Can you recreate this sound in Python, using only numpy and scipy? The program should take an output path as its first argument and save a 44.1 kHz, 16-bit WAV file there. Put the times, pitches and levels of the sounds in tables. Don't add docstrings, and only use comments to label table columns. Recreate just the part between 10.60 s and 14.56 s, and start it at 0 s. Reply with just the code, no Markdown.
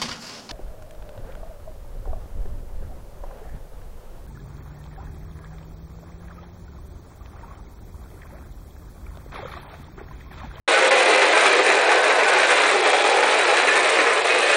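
import sys
import numpy as np
from scipy import signal
from scipy.fft import rfft, irfft
from scipy.io import wavfile
from scipy.ndimage import uniform_filter1d

SR = 44100
rng = np.random.default_rng(int(sys.argv[2]) if len(sys.argv) > 2 else 0)


def output_pcm(signal):
    pcm = np.clip(np.atleast_2d(signal).T, -1, 1) * 32767
    wavfile.write(sys.argv[1], SR, np.round(pcm).astype(np.int16))


def volts_from_db(level):
    exponent = np.asarray(level, float) / 20
    return 10 ** exponent


N = 174636


def evened(x):
    return x / np.sqrt(np.mean(x ** 2) + 1e-20)


def coloured(x, points):
    hz, db = np.transpose(points)
    bins_hz = np.fft.rfftfreq(4096, 1 / SR)
    log_gain = np.interp(np.log(bins_hz + 1), np.log(hz), db) * np.log(10) / 20
    cepstrum = irfft(log_gain)
    cepstrum[1:2048] *= 2
    cepstrum[2049:] = 0
    impulse = irfft(np.exp(rfft(cepstrum)))
    return evened(signal.oaconvolve(x, impulse)[:N])


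def wobble(seconds):
    size = max(int(seconds * SR), 2)
    noise = rng.standard_normal(N)
    return evened(uniform_filter1d(uniform_filter1d(noise, size), size))


def ring(drive, hz, width_hz):
    b, a = signal.iirpeak(hz, hz / max(width_hz, 25), SR)
    return evened(signal.lfilter(b, a, drive))


def knocks(per_s, spread_db):
    govern_s, govern_share = 0.02, 0.6
    chance, luck, side = rng.random((3, N))
    size_db = spread_db * np.minimum(-np.log(luck + 1e-9), 3.5)
    hits = evened((chance < per_s / SR) * np.sign(side - 0.5) * volts_from_db(size_db))
    force = abs(uniform_filter1d(hits ** 2, int(govern_s * SR)))
    return evened(hits / np.sqrt(govern_share * force + 1 - govern_share))


# frequency in Hz, level in dB.
TIN_COLOUR = [(500, -32), (900, 2.5), (1300, -1.5), (2500, 0), (2850, -7.5), (3500, -27), (4500, -37.5),
              (7000, -28.5)]


def tin_body(drive):
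    return volts_from_db(-6) * coloured(drive, TIN_COLOUR)


# frequency in Hz, level in dB.
BOARD_COLOUR = [(30, -53.5), (170, -44.5), (260, -9.5), (380, 1.5), (550, 6), (850, 3), (1100, -1.5),
                (2500, -32.5)]


def floor_boards(drive, load):
    wheels = knocks(per_s=900, spread_db=2.5) * volts_from_db(0.5 * load) + 0.49 * drive
    return volts_from_db(-6.5) * coloured(wheels, BOARD_COLOUR)


# frequency in Hz, level in dB.
FIZZ_COLOUR = [(2400, -13), (3000, 0.5), (3950, -0.5), (4900, -11), (6800, -10), (8200, -7.5), (9400, -5.5),
               (10100, -25)]


def gear_fizz(load):
    ticks_db = 0.31 * load + 1.0 * wobble(0.0047)
    ticks = knocks(per_s=9000, spread_db=3.5) * volts_from_db(ticks_db)
    return volts_from_db(-14.5) * coloured(ticks, FIZZ_COLOUR)


# pitch in Hz, width in Hz, level in dB.
PANEL_MODES = [(395, 105, -23), (445, 49, -22.5), (515, 30, -22.5), (611, 22, -31), (743, 110, -21),
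               (818, 15, -19.5), (1250, 180, -21), (1491, 120, -29), (1658, 20, -31.5), (1980, 35, -49),
               (2375, 240, -25.5), (2570, 73, -41), (3274, 120, -36), (3860, 28, -31)]
# centre in seconds, pitch in Hz, half length in seconds, level in dB.
PANEL_TURNS = [(0.296, 526, 0.33, -9), (0.135, 1480, 0.046, -13), (0.428, 780, 0.13, -16.5),
               (.49, 2330, .15, -20), (.51, 1980, 0.35, -17.5), (.6, 3200, 0.43, -37),
               (.64, 2570, 0.14, -21), (.8, 1570, 0.22, -23), (.87, 2315, 0.044, -12.5),
               (1.05, 3860, 0.38, -28), (1.023, 400, 0.18, -11), (1.018, 494, 0.087, -7.5),
               (1.103, 1742, 0.19, -16.5), (1.254, 2430, 0.11, -29), (1.35, 1520, 0.33, -15),
               (1.35, 520, 0.19, -24), (1.66, 2570, 0.27, -21), (1.8, 1487, 0.15, -12.5),
               (1.83, 810, 0.12, -16), (1.637, 1694, 0.24, -27), (2., 3460, 0.15, -21),
               (1.97, 576, 0.26, -18.5), (2.185, 438, 0.071, -6.5), (2.277, 2340, 0.16, -21),
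               (2.324, 3290, 0.22, -20), (2.445, 802, .2, -11), (2.607, 478, 0.19, -14),
               (2.633, 1250, 0.12, -24), (2.72, 852, 0.32, -11.5), (2.683, 620, 0.08, -22),
               (2.69, 2270, 0.18, -29), (2.913, 3860, 0.14, -21.5), (2.99, 723, 0.13, -18),
               (3.095, 2400, 0.073, -25), (3.1, 1722, .3, -18.5), (3.215, 515, 0.17, -17),
               (3.39, 650, 0.12, -30), (3.554, 469, 0.33, -13), (3.51, 1720, 0.2, -28),
               (3.537, 3560, 0.38, -70), (3.745, 2475, 0.18, -15.5), (3.798, 3315, 0.12, -49),
               (3.9, 567, .12, -14), (3.92, 1734, 0.073, -11.5), (3.902, 2460, 0.073, -14.5)]


def panels(drive):
    steady_s, steady_share = 0.05, 0.7
    t = np.arange(N) / SR
    out = np.zeros(N)
    for hz, width_hz, db in PANEL_MODES:
        out += ring(drive, hz, width_hz) * volts_from_db(db)
    for centre_s, hz, half_s, db in PANEL_TURNS:
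        song = ring(drive, hz, 20 + 0.012 * hz)
        power = abs(uniform_filter1d(song ** 2, int(steady_s * SR)))
        song = song / np.sqrt(steady_share * power + 1 - steady_share)
        out += song * volts_from_db(db) * np.exp(-((t - centre_s) / max(half_s, 0.05)) ** 2)
    return out


# time in seconds, size in dB.
JOINT_BLOWS = [(0.111, 25), (0.146, 20), (0.226, 25), (0.264, 19), (0.329, 21), (0.473, 19.5), (0.584, 21),
               (0.6202, 19), (0.629, 17.5), (0.868, 15), (0.9716, 19), (0.991, 24), (0.9997, 24),
               (1.0924, 20), (1.2293, 23), (1.2938, 22), (1.339, 19), (1.3718, 17), (1.4997, 19.5),
               (1.6107, 26), (1.6352, 22), (1.7033, 17), (1.9593, 17), (1.9677, 21.5), (2.0591, 21),
               (2.0674, 20), (2.2798, 20), (2.307, 19), (2.3666, 18), (2.6797, 23), (2.7527, 21),
               (2.7798, 14), (2.853, 22), (2.9777, 20), (3.0874, 22.5), (3.3532, 23), (3.4763, 22),
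               (3.684, 21)]


def with_joints(drive):
    out = drive.copy()
    for s, db in JOINT_BLOWS:
        out[round(s * SR)] = -volts_from_db(db + 2)
    return out


# time in seconds, strength in dB, lull before in dB.
WHEEL_JOLTS = [(0.152, -16, 0.5), (0.31, -6.5, -25), (0.3764, -13, 0), (0.457, -8, -5), (0.6214, -9, -0.5),
               (0.771, 14, 1), (0.8554, -3, 6), (0.991, 8, 2.5), (1.0667, 7, 2.5), (1.1417, -2, 14),
               (1.3194, 0.5, -2.5), (1.3713, -12, 7), (1.4306, -14, -6), (1.499, -4, 5), (1.6077, -13, 8),
               (1.6825, -6, -5), (1.9094, -3.5, 6.5), (2.0367, -4, -1.5), (2.093, -5.5, -2), (2.2606, 1, 7),
               (2.444, -4, -8.5), (2.6696, -7, -4.5), (2.7796, -8.5, -5.5), (2.971, 2, 1),
               (3.0744, 2.5, -4.5), (3.2361, -8.5, -0.5), (3.3904, 5, -0.5), (3.5024, -13, 1.5),
               (3.648, 8, -9), (3.903, -8.5, 11)]
# time in seconds, strength in dB, lull before in dB.
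MORE_JOLTS = [(0.2214, -11.5, -1.5), (0.807, -2.5, 2), (0.9313, -7.5, 11), (1.1034, -4.5, 10),
              (1.294, -2.5, -0.5), (1.6334, -17, 3), (1.73, -5.5, 3), (1.801, -1, -2), (1.832, -5.5, -4),
              (1.883, -5.5, -7.5), (2.3034, -4, 4), (2.3334, -2.5, -8.5), (2.6304, -8.5, -9.5),
              (2.877, -9.5, 8), (3.0104, -11, 1.5), (3.1584, -1.5, 1), (3.282, -13.5, -3.5),
              (3.3644, -11.5, 1), (3.4424, -16.5, -8), (3.572, -5, 7), (3.6944, -7, -2),
              (3.7744, -9.5, -2), (3.871, -13, 6)]


def load_db():
    slack_s, decay_s, lull_s = 0.0027, 0.018, 0.016
    t, out = np.arange(N) / SR, np.zeros(N)
    for s, db, lull_db in [*WHEEL_JOLTS, *MORE_JOLTS]:
        since_s = t - s + slack_s
        boost_db = np.clip(0.5 + 0.58 * (db + 11), 0, 7)
        rattle = boost_db * np.exp(-abs(since_s) / decay_s)
        lull = np.clip(lull_db, -12, 0) * np.exp(-(since_s / lull_s) ** 2)
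        out += np.where(since_s > 0, rattle, lull)
    return uniform_filter1d(out, size=30)


# time in seconds, level in dB, tin against floor in dB, fizz in dB.
CLOCKWORK = [(.09, -16, 1, 5), (.55, -14, 0, 1.5), (.75, -15, 0, 1.5), (.87, -15, 2, 4),
             (1.02, -17.5, -0.5, 3), (1.25, -16, -2, 0.5), (1.6, -14.5, -2.5, -2.5), (1.8, -16, 1.5, 3.5),
             (2.07, -14.5, 2, 1.5), (2.22, -19, -1.5, 1.5), (2.3, -16.5, -1.5, 3), (2.7, -16, 0.5, 2),
             (3.08, -16.5, 2, 2), (3.3, -16.5, 1.5, 4), (3.54, -17.5, 4.5, 1.5), (3.63, -20, 0.5, 4.5),
             (3.7, -17.5, 3.5, 4.5), (3.96, -17, 1.5, 4)]


def truck():
    t = np.arange(N) / SR
    at_s, *columns = np.transpose(CLOCKWORK)
    level_db, tin_db, fizz_db = (np.interp(t, at_s, column) for column in columns)
    load = load_db() + 1 * wobble(0.023)
    drive = knocks(per_s=1900, spread_db=2) * volts_from_db(load)
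    rung = panels(drive)
    drive = with_joints(drive)
    boards = volts_from_db(-tin_db / 2) * floor_boards(drive, load)
    tin = volts_from_db(tin_db / 2) * tin_body(drive)
    fizz = volts_from_db(fizz_db) * gear_fizz(load)
    return volts_from_db(level_db) * (boards + tin + rung + fizz)


def room(x):
    move_s, t60_s = 0.035, 0.25
    hop, out = round(move_s * SR), np.zeros(N)
    padded = np.r_[np.zeros(hop), x]
    slots = np.arange(120, 7000, 22)
    for start in range(-hop, N, hop):
        at = slots + rng.integers(0, 22, len(slots))
        taps = np.zeros(7100)
        taps[at] = rng.choice([-1., 1.], len(at)) * volts_from_db(-60 * at / SR / t60_s)
        taps = signal.lfilter([1], [1, -0.5], taps)
        part = padded[start + hop:start + 3 * hop]
        fade = np.sin(np.pi * np.arange(len(part)) / hop / 2)
        wet = signal.fftconvolve(part * fade, taps / np.linalg.norm(taps))
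        first = max(start, 0)
        wet = wet[max(-start, 0):][:N - first]
        out[first:][:len(wet)] += wet
    return out


def scene():
    toy = truck()
    return (toy + volts_from_db(-9) * room(toy))[None]


# centre in seconds, length in seconds, lowest lost frequency in Hz.
TOP_DROPOUTS = [(0.157, 0.0073, 8700), (0.215, 0.0033, 6700), (0.24, 0.0098, 8800), (0.287, 0.009, 7800),
                (.302, 0.011, 5300), (0.441, 0.0081, 7440), (0.602, 0.0044, 7800), (0.648, 0.0087, 8650),
                (0.912, 0.0075, 8300), (0.943, 0.0095, 7400), (0.98, .007, 9000), (1.004, 0.0043, 9100),
                (1.19, 0.007, 8800), (1.202, 0.0039, 8300), (1.293, 0.0072, 8660), (1.425, 0.0047, 6400),
                (1.763, .007, 8340), (1.862, 0.0037, 7600), (2.128, 0.009, 8600), (2.25, 0.022, 8900),
                (2.329, 0.01, 8460), (2.43, 0.0078, 8950), (2.533, 0.0082, 8270), (2.731, 0.0042, 7900),
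                (2.851, 0.022, 8800), (3.03, 0.0045, 7850), (3.118, .007, 8500), (3.284, 0.01, 8500),
                (3.411, 0.0079, 8300), (3.683, 0.0068, 8800), (3.798, 0.0073, 8800), (3.932, 0.0036, 8900)]
EDGE_HZ = 10090


def coarse_treble(x):
    split_hz, hole_db, hole_depth_db = 5100, -3.5, -40
    hz, t, z = signal.stft(x, SR, nperseg=256, noverlap=192)
    hz = hz[:, None]
    frames = z.shape[1]
    blocks = frames // 5 + 1

    def tiled(v):
        return np.kron(v, np.ones((129 // len(v), 5)))[:, :frames]

    tile = tiled(rng.standard_normal((43, blocks)))
    luck = tiled(rng.random((43, blocks)))
    top = tiled(rng.random((1, blocks)))
    power = uniform_filter1d(uniform_filter1d(abs(z) ** 2, size=15, axis=0), size=5, axis=1)
    usual = uniform_filter1d(power, size=120, axis=1)
    rel_db = 10 * np.log10(power / (usual + 1e-20) + 1e-12)
    height = np.clip((hz - split_hz) / (EDGE_HZ - split_hz), 0, 1)
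    odd_tile = (0.065 + 0.18 * height) * volts_from_db(-rel_db) - luck
    whole_top = 0.1 * height ** 5 * volts_from_db(-rel_db) - top
    by_chance = np.maximum(odd_tile, whole_top) * 100
    hole = np.clip(np.maximum(by_chance, hole_db - rel_db), 0, 1)
    for s, length_s, low_hz in TOP_DROPOUTS:
        when = np.clip((length_s / 2 - abs(t - s)) * 700 + 0.5, 0, 1)
        where = np.clip((hz - low_hz) / 200 + 0.5, 0, 1)
        hole = np.maximum(hole, when * where)
    tile_db = (-1 + 2.8 * height) * tile
    flicker_db = 6 * height * (2 * top - 1.5)
    gain = volts_from_db(tile_db + flicker_db + hole_depth_db * hole)
    z = np.where(hz > split_hz, z * gain, z)
    return signal.istft(z, SR, nperseg=256, noverlap=192)[1][:N]


def low_pass(x):
    return signal.sosfilt(signal.butter(12, 10670, fs=SR, output="sos"), x)


def record(dry):
    ceiling, low_cut_hz, low_leak_db = 0.68, 314, -68
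    hum_db, hush_db, start_s, open_s = -54, -89, 0.0765, 0.003
    x = ceiling * np.tanh(dry[0] / ceiling)
    low_cut = signal.butter(3, low_cut_hz, "high", fs=SR, output="sos")
    x = signal.sosfilt(low_cut, x) + volts_from_db(low_leak_db) * x
    hum_colour = [(20, -6.5), (60, -9.0), (150, -3.5), (250, -22.5)]
    x += volts_from_db(hum_db) * coloured(rng.standard_normal(N), hum_colour)
    opening = np.clip((np.arange(N) / SR - start_s) / open_s, 0, 1)
    x = coarse_treble(x) * np.sin(np.pi / 2 * opening) ** 2
    band_edge = signal.firwin(801, EDGE_HZ, window=("kaiser", 6), fs=SR)
    x = signal.oaconvolve(x, band_edge, "same")
    hush_colour = [(60, -5.5), (400, -28.0), (1500, -77.5)]
    x += volts_from_db(hush_db) * coloured(rng.standard_normal(N), hush_colour)
    return low_pass(x[None])


dry = scene()
out = record(dry)
output_pcm(out)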